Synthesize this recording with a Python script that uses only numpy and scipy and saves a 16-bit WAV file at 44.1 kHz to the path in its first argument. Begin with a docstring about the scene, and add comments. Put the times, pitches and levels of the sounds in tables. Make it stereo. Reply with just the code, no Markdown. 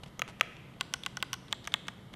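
"""Faint fingertip ticks and a rustle come first, over a hum of fans; then a key clacks back up.
Three keys of a plastic mechanical keyboard are pressed and let go in turn, close to a mono microphone.
A key is a snap of its cap, a short ringing of the board, and bright ringing mixed with noise.
Ticks and slides of the fingertip are shaped noise; a bare room answers after a short gap.
The fans are steady coloured noise with two wavering low tones."""
import sys
import numpy as np
from scipy import signal
from scipy.fft import rfft, irfft
from scipy.io import wavfile

SR = 44100
rng = np.random.default_rng(int(sys.argv[2]) if len(sys.argv) > 2 else 0)


def how_loud(loudness_db):
    """Turn decibels into a plain amplitude multiplier (0 dB gives 1, 20 dB gives 10)."""
    steps = np.asarray(loudness_db, float) / 20
    return 10 ** steps


def transcribe(signal):
    """Save signal, clipped to [-1, 1], as a 16-bit WAV file at the path in sys.argv[1]."""
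    frames = np.atleast_2d(signal).T
    limited = np.clip(frames, -1, 1)
    pcm = np.round(limited * 32767).astype(np.int16)
    wavfile.write(sys.argv[1], SR, pcm)


N = 94815   # length in samples


# a key bottoms out: start_s, level_db, board_db and treble_db (both relative to level_db)
PRESSES = [(0.2189, -12.5, -8, -14.5), (0.4103, -5.5, -9, -13.5), (0.81, -12.5, -8.5, -10.5),
           (1.0625, -15.5, -6, -9.5), (1.2263, -13, -7.5, -10), (1.5268, -14, -11.5, -8),
           (1.74, -10, -12, -10.5)]
# a key springs back to its stop, at times with a bounce:
# start_s, level_db, cap_db and board_db (both relative to level_db)
RELEASES = [(.194, -20.5, -15, -7.5), (0.9383, -14, -5, -9), (1.1703, -22.5, -17, -5),
            (1.331, -18.5, -9, -7.5), (1.3388, -27, -6.5, -12.5), (1.3402, -31.5, -28, 2.5),
            (1.6735, -16, -15.5, -12.5), (1.8823, -19.5, -8.5, -7.5), (2.138, -33, -5, -8)]
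# bright ringing of a press, stem on the switch floor; one list per key: pitch_hz, strength_db, t60_s
PRESS_STEM = [
    [(6220, -7, 0.005), (6660, -5, 0.0064), (8730, -12, .004), (12100, -6, 0.0027)],
    [(5900, -7.5, 0.0061), (7520, -7.5, 0.0038), (7840, -3, 0.0038), (9050, -3.5, 0.0035),
     (14500, -11, .003)],
    [(5740, -12.5, 0.0076), (6480, -12, 0.0038), (7420, -1.5, 0.0043), (7880, -3, 0.0032),
     (8640, -19, 0.0049), (11600, -18, .003), (14100, -14, .003)],
]
# bright ringing of a release, slider on the switch lid; one list per key: pitch_hz, strength_db, t60_s
RELEASE_STEM = [
    [(6600, -9, 0.0062), (7000, -15, 0.0038), (9400, -21, 0.0074), (12000, -24, .006)],
    [(5490, -6, 0.0061), (5860, -11.5, 0.0087), (5950, -1, 0.0028), (8300, -4.5, 0.002),
     (10090, -19.5, 0.0074), (11700, -13, 0.0036)],
    [(5600, -18.5, .008), (6090, -14.5, 0.0088), (8360, -18, 0.0065), (12400, -39, 0.0044)],
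]


def keys():
    """Presses and releases strike the same cap and board; their treble differs."""
    t = np.arange(SR // 10) / SR
    out = np.zeros(N + SR)
    for start_s, level_db, board_db, treble_db in PRESSES:
        press = knock(start_s, t, cap_db=0, slower=1, board_db=board_db, stem=PRESS_STEM,
                      stem_db=treble_db, crack_db=-2, spread_db=1.0)
        add(out, start_s, how_loud(level_db) * press)
    for start_s, level_db, cap_db, board_db in RELEASES:
        # the cap rings longer once the finger is off, hence slower=1.44
        release = knock(start_s, t, cap_db=cap_db, slower=1.44, board_db=board_db, stem=RELEASE_STEM,
                        stem_db=0, crack_db=-12.5, spread_db=2.0)
        add(out, start_s, how_loud(level_db) * release)
    return out[:N]


# the cap's snap, one row per key: pitch_hz, rise_s (a press peaks after twice this time)
CAPS = [(2350, 0.00019), (3000, 0.00014), (3400, 0.0002245)]
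# what the board rings with, one list per key: pitch_hz, strength_db, t60_s (before the desk mat damps it)
BOARD = [
    [(544, 0, 0.017), (630, 6, 0.012), (800, -20, 0.036), (993, -19.5, 0.09), (1248, 4.4, 0.021),
     (1493, -19, 0.051), (2160, 5.5, 0.0086), (2820, -17, 0.045), (3250, 1, 0.0088), (3910, -17.5, 0.027),
     (4320, -27, 0.02)],
    [(727, -14, 0.043), (798, -12, 0.06), (1097, 3.5, 0.021), (1210, -7, 0.019), (1480, 1.9, 0.025),
     (1690, -8, 0.017), (2010, -12.5, 0.052), (2540, -0.5, 0.0074), (2800, -28, 0.006), (3000, 3.8, 0.01),
     (3300, -6, 0.021), (3940, -10, 0.013), (4460, -5.5, 0.0086), (4800, -4, 0.0077)],
    [(678, 1, 0.019), (880, -1.5, 0.033), (1088, 4, 0.016), (1191, 4.2, 0.023), (1504, 4, 0.014),
     (1626, 1.5, 0.023), (1873, -5, 0.046), (2190, 8, 0.012), (2625, 2, 0.013), (3100, 0.5, 0.012),
     (3350, -9.5, 0.025), (3700, -25, .017), (3950, 0, 0.005)],
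]
# colour of the short crack: pitch_hz, density_db (per Hz, only the shape counts)
CRACK = [(3000, -4.5), (6000, -3.3), (9000, -22.5), (13000, -38), (16500, -2)]
# colour of the longer, faint rattle: pitch_hz, density_db (per Hz, only the shape counts)
RATTLE = [(1500, -1.5), (3000, -1), (6000, -7), (9000, -11), (12500, -20.5), (13500, -49)]


def knock(start_s, t, cap_db, slower, board_db, stem, stem_db, crack_db, spread_db):
    """A snap of the cap, a board that swells in and is damped, a bright stem, a crack and a faint rattle."""
    key = key_at(start_s)
    cap_hz, rise_s = CAPS[key]
    rise_s = rise_s * slower
    swell = (t / rise_s / 2) ** 2 * np.exp(2 - t / rise_s)   # reaches 1 at twice rise_s
    cap = how_loud(cap_db) * swell * np.cos(2 * np.pi * cap_hz * (t - 2 * rise_s))
    # low board tones swell in later; the desk mat then damps them all
    board_damped_s = 0.011
    board = how_loud(board_db) * ringing(BOARD[key], t, spread_db, rise_cycles=4.05)
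    board = board * np.exp(-(t / board_damped_s) ** 2)
    crack_t60_s, rattle_t60_s = 0.0046, 0.037
    crack = coloured(CRACK, len(t)) * how_loud(crack_db - 60 * t / crack_t60_s)
    rattle = coloured(RATTLE, len(t)) * how_loud(-25 - 60 * t / rattle_t60_s)
    bright = ringing(stem[key], t, spread_db, rise_cycles=0.88)
    return cap + board + how_loud(stem_db) * (bright + crack + rattle)


# moments when the finger moves to the next key: change_s
KEY_CHANGES = (.6, 1.42)


def key_at(s):
    """Which key is under the finger."""
    return np.searchsorted(KEY_CHANGES, s)


def ringing(tones, t, spread_db, rise_cycles):
    """Decaying sines that swell in over a few cycles, each struck a little harder or softer by chance."""
    hz, db, t60_s = np.transpose(tones)[:, :, None]
    chance_db = spread_db * rng.standard_normal(hz.shape)
    decay = how_loud(db + chance_db - 60 * t / t60_s)
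    swell = 1 - np.exp(-t * hz / rise_cycles)
    return (decay * swell * np.sin(2 * np.pi * hz * t)).sum(axis=0)


def add(out, start_s, sound):
    """Mixes a sound in at its start time."""
    first = int(start_s * SR)
    out[first:first + len(sound)] += sound


# the fingertip ticks on a loose cap: start_s, level_db (before halving and the fade),
# cap_pitch_hz, treble_db (relative to the cap noise)
TICKS = [(.0325, -43, 3000, -20), (.035, -29, 3100, -18), (.082, -52, 3000, 1), (.170, -56, 3300, -7),
         (.2785, -41, 2800, -2), (.3975, -38.5, 2870, 3), (.567, -39, 2900, -9), (.738, -42, 2690, -12),
         (.8012, -39, 3300, -5.5), (.806, -35, 3100, -19), (1.035, -22.5, 3250, -14),
         (1.0505, -33, 3200, -14), (1.203, -34, 3150, -21), (1.483, -40, 3420, -19),
         (1.522, -36, 3240, -10), (1.6427, -33, 3300, -5), (1.6517, -33.5, 3000, -3), (1.661, -44, 3350, 1),
         (1.7205, -32, 3500, -11)]
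# colour of a tick's treble layer: pitch_hz, density_db (per Hz, only the shape counts)
TICK_TREBLE = [(800, -8), (1300, -4), (2200, -7), (5000, -6), (6500, -8), (7500, -17), (12000, -30)]
# the fingertip slides over a cap: start_s, length_s, level_db (before grain and fade)
SLIDES = [(0.033, 0.012, -47.5), (0.058, 0.034, -56.5), (.277, .036, -49), (.928, 0.007, -53.5),
          (1.48, 0.016, -56.5), (1.508, 0.019, -54.5), (1.722, 0.024, -51.5), (1.868, 0.01, -50.5),
          (2.129, 0.019, -54)]
# colour of a slide: pitch_hz, density_db (per Hz, only the shape counts)
SLIDE_COLOUR = [(500, 5), (1200, 2), (3000, -1.3), (4500, -7.5), (6500, -11), (9000, -14), (14000, -24)]


def fingertip():
    """Ticks are puffs of noise around the cap's pitch; slides are grainy noise that fades out."""
    t = np.arange(SR // 50) / SR
    out = np.zeros(N + SR)
    rise_s, decay_s, width_hz = 0.00024, 0.0017, 530
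    for start_s, level_db, hz, treble_db in TICKS:
        peak = [(hz / 2, -25), (hz - width_hz, -9), (hz, 0), (hz + width_hz, -9), (hz * 2, -30)]
        puff = coloured(peak, len(t)) + how_loud(treble_db) * coloured(TICK_TREBLE, len(t))
        shape = (1 - np.exp(-t / rise_s)) * np.exp(-t / decay_s)
        add(out, start_s, how_loud(level_db) / 2 * puff * shape)
    for start_s, length_s, level_db in SLIDES:
        size = int(length_s * SR)
        # the level takes a new random step every 60 samples
        steps = np.repeat(rng.standard_normal(size // 60 + 1), 60)[:size]
        grain = how_loud(3.5 * steps)
        fade = np.sqrt(np.linspace(1, 0, size))
        add(out, start_s, how_loud(level_db) * coloured(SLIDE_COLOUR, size) * grain * fade)
    return out[:N]


def at_hz(points, hz):
    """Reads a table between its points, with pitch on a logarithmic axis."""
    table_hz, values = np.array(points).T
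    return np.interp(np.log(hz + 1), np.log(table_hz), values)


def coloured(spectrum, size):
    """Noise shaped to the given spectrum, then scaled to an rms of 1."""
    white = rfft(rng.standard_normal(size))
    x = irfft(white * how_loud(at_hz(spectrum, np.fft.rfftfreq(size, 1 / SR))), size)
    return x / x.std()


# how long the room rings: pitch_hz, t60_s
ROOM_T60 = [(400, 0.51), (1000, 0.42), (2500, 1.1), (5000, 0.78), (10000, 0.72)]
# how strongly the room answers, before its overall level: pitch_hz, strength_db
ROOM_COLOUR = [(400, 14), (1000, 2), (2000, 1.7), (3300, -2), (4600, 2.8), (7000, -4.5), (10000, 3),
               (13000, -20)]


def room(x):
    """Diffuse noise that starts after the first walls answer and dies band by band."""
    gap_s, level_db, early_db, early_t60_s = 0.016, -16.5, 0.5, 0.027
    t = np.arange(SR) / SR
    response = np.zeros(SR)
    white = rng.standard_normal((2, SR))
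    edges = 250 * 2 ** np.arange(0, 6.4, .5)   # half-octave bands
    for k, (low, high) in enumerate(zip(edges, edges[1:])):
        sos = signal.butter(2, [low, high], "band", fs=SR, output="sos")
        band = signal.sosfilt(sos, white[k % 2])   # neighbouring bands use different noise
        hz = np.sqrt(low * high)
        response = response + band * how_loud(at_hz(ROOM_COLOUR, hz) - 60 * t / at_hz(ROOM_T60, hz))
    early_boost = 1 + how_loud(early_db - 60 * t / early_t60_s)
    response = response * early_boost * how_loud(level_db) / np.sqrt(SR / 10)
    return np.r_[np.zeros(int(gap_s * SR)), signal.fftconvolve(x, response)][:N]


# colour of the broad hum: pitch_hz, density_db (per Hz, only the shape counts)
HUM = [(12, -37), (20, -17.5), (148, -4), (401, -15.5), (617, -19), (853, -21.5), (1000, -20), (1120, -23),
       (1250, -21.5), (1630, -28), (2080, -24), (2510, -37.5), (3040, -25), (4090, -34.5), (5500, -41),
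       (11100, -45), (12700, -28.5), (16500, -77), (22000, -120)]
# wavering low tones: pitch_hz, width_hz, level_db (rms)
FAN_TONES = [(130.2, 10.5, -61), (186.2, 14, -61)]


def fans():
    """Broad room noise, plus two wavering low tones made by sharply filtering noise."""
    out = how_loud(-53) * coloured(HUM, N)
    for hz, width_hz, level_db in FAN_TONES:
        r = np.exp(-np.pi * width_hz / SR)
        feedback = [1, -2 * r * np.cos(2 * np.pi * hz / SR), r * r]
        # one second of run-in is thrown away, so the tone is already steady
        tone = signal.lfilter([1, 0, -1], feedback, rng.standard_normal(N + SR))[SR:]
        out = out + how_loud(level_db) * tone / tone.std()
    return out


def dull(x):
    """Cuts the top off faint sounds with a steep low-pass at 12800 Hz."""
    return signal.sosfilt(signal.cheby2(10, 40, 12800, fs=SR, output="sos"), x)


def scene():
    """All sources reach one microphone, copied to two channels."""
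    hits, touches = keys(), fingertip()
    faint = touches + room(hits + touches) + fans()
    return np.tile(hits + dull(faint), (2, 1))


# colour of the hiss between the channels: pitch_hz, density_db (per Hz, only the shape counts)
SIDE_HISS = [(18, -31), (30, -8), (70, -7), (179, -28), (404, -15), (801, -18), (1320, -19), (3580, -21),
             (4650, -15), (10500, -16), (16000, 1)]


def side(dry):
    """What sets the channels apart: faint hiss, and noise that follows the sound sample by sample."""
    hiss = how_loud(-63.5) * dull(coloured(SIDE_HISS, N))
    flutter = how_loud(-58) * dry[0] * rng.standard_normal(N)
    return hiss + flutter


def top_cut(x):
    """Nothing passes above the cut-off."""
    return signal.sosfilt(signal.butter(12, 16830, fs=SR, output="sos"), x)


def record(dry):
    """The side noise is added with opposite signs in the two channels; the top is cut at 16850 Hz."""
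    x = dry + side(dry) * [[1], [-1]]
    mix = signal.sosfilt(signal.cheby2(12, 70, 16850, fs=SR, output="sos"), x)
    return top_cut(mix)


dry = scene()
out = record(dry)
transcribe(out)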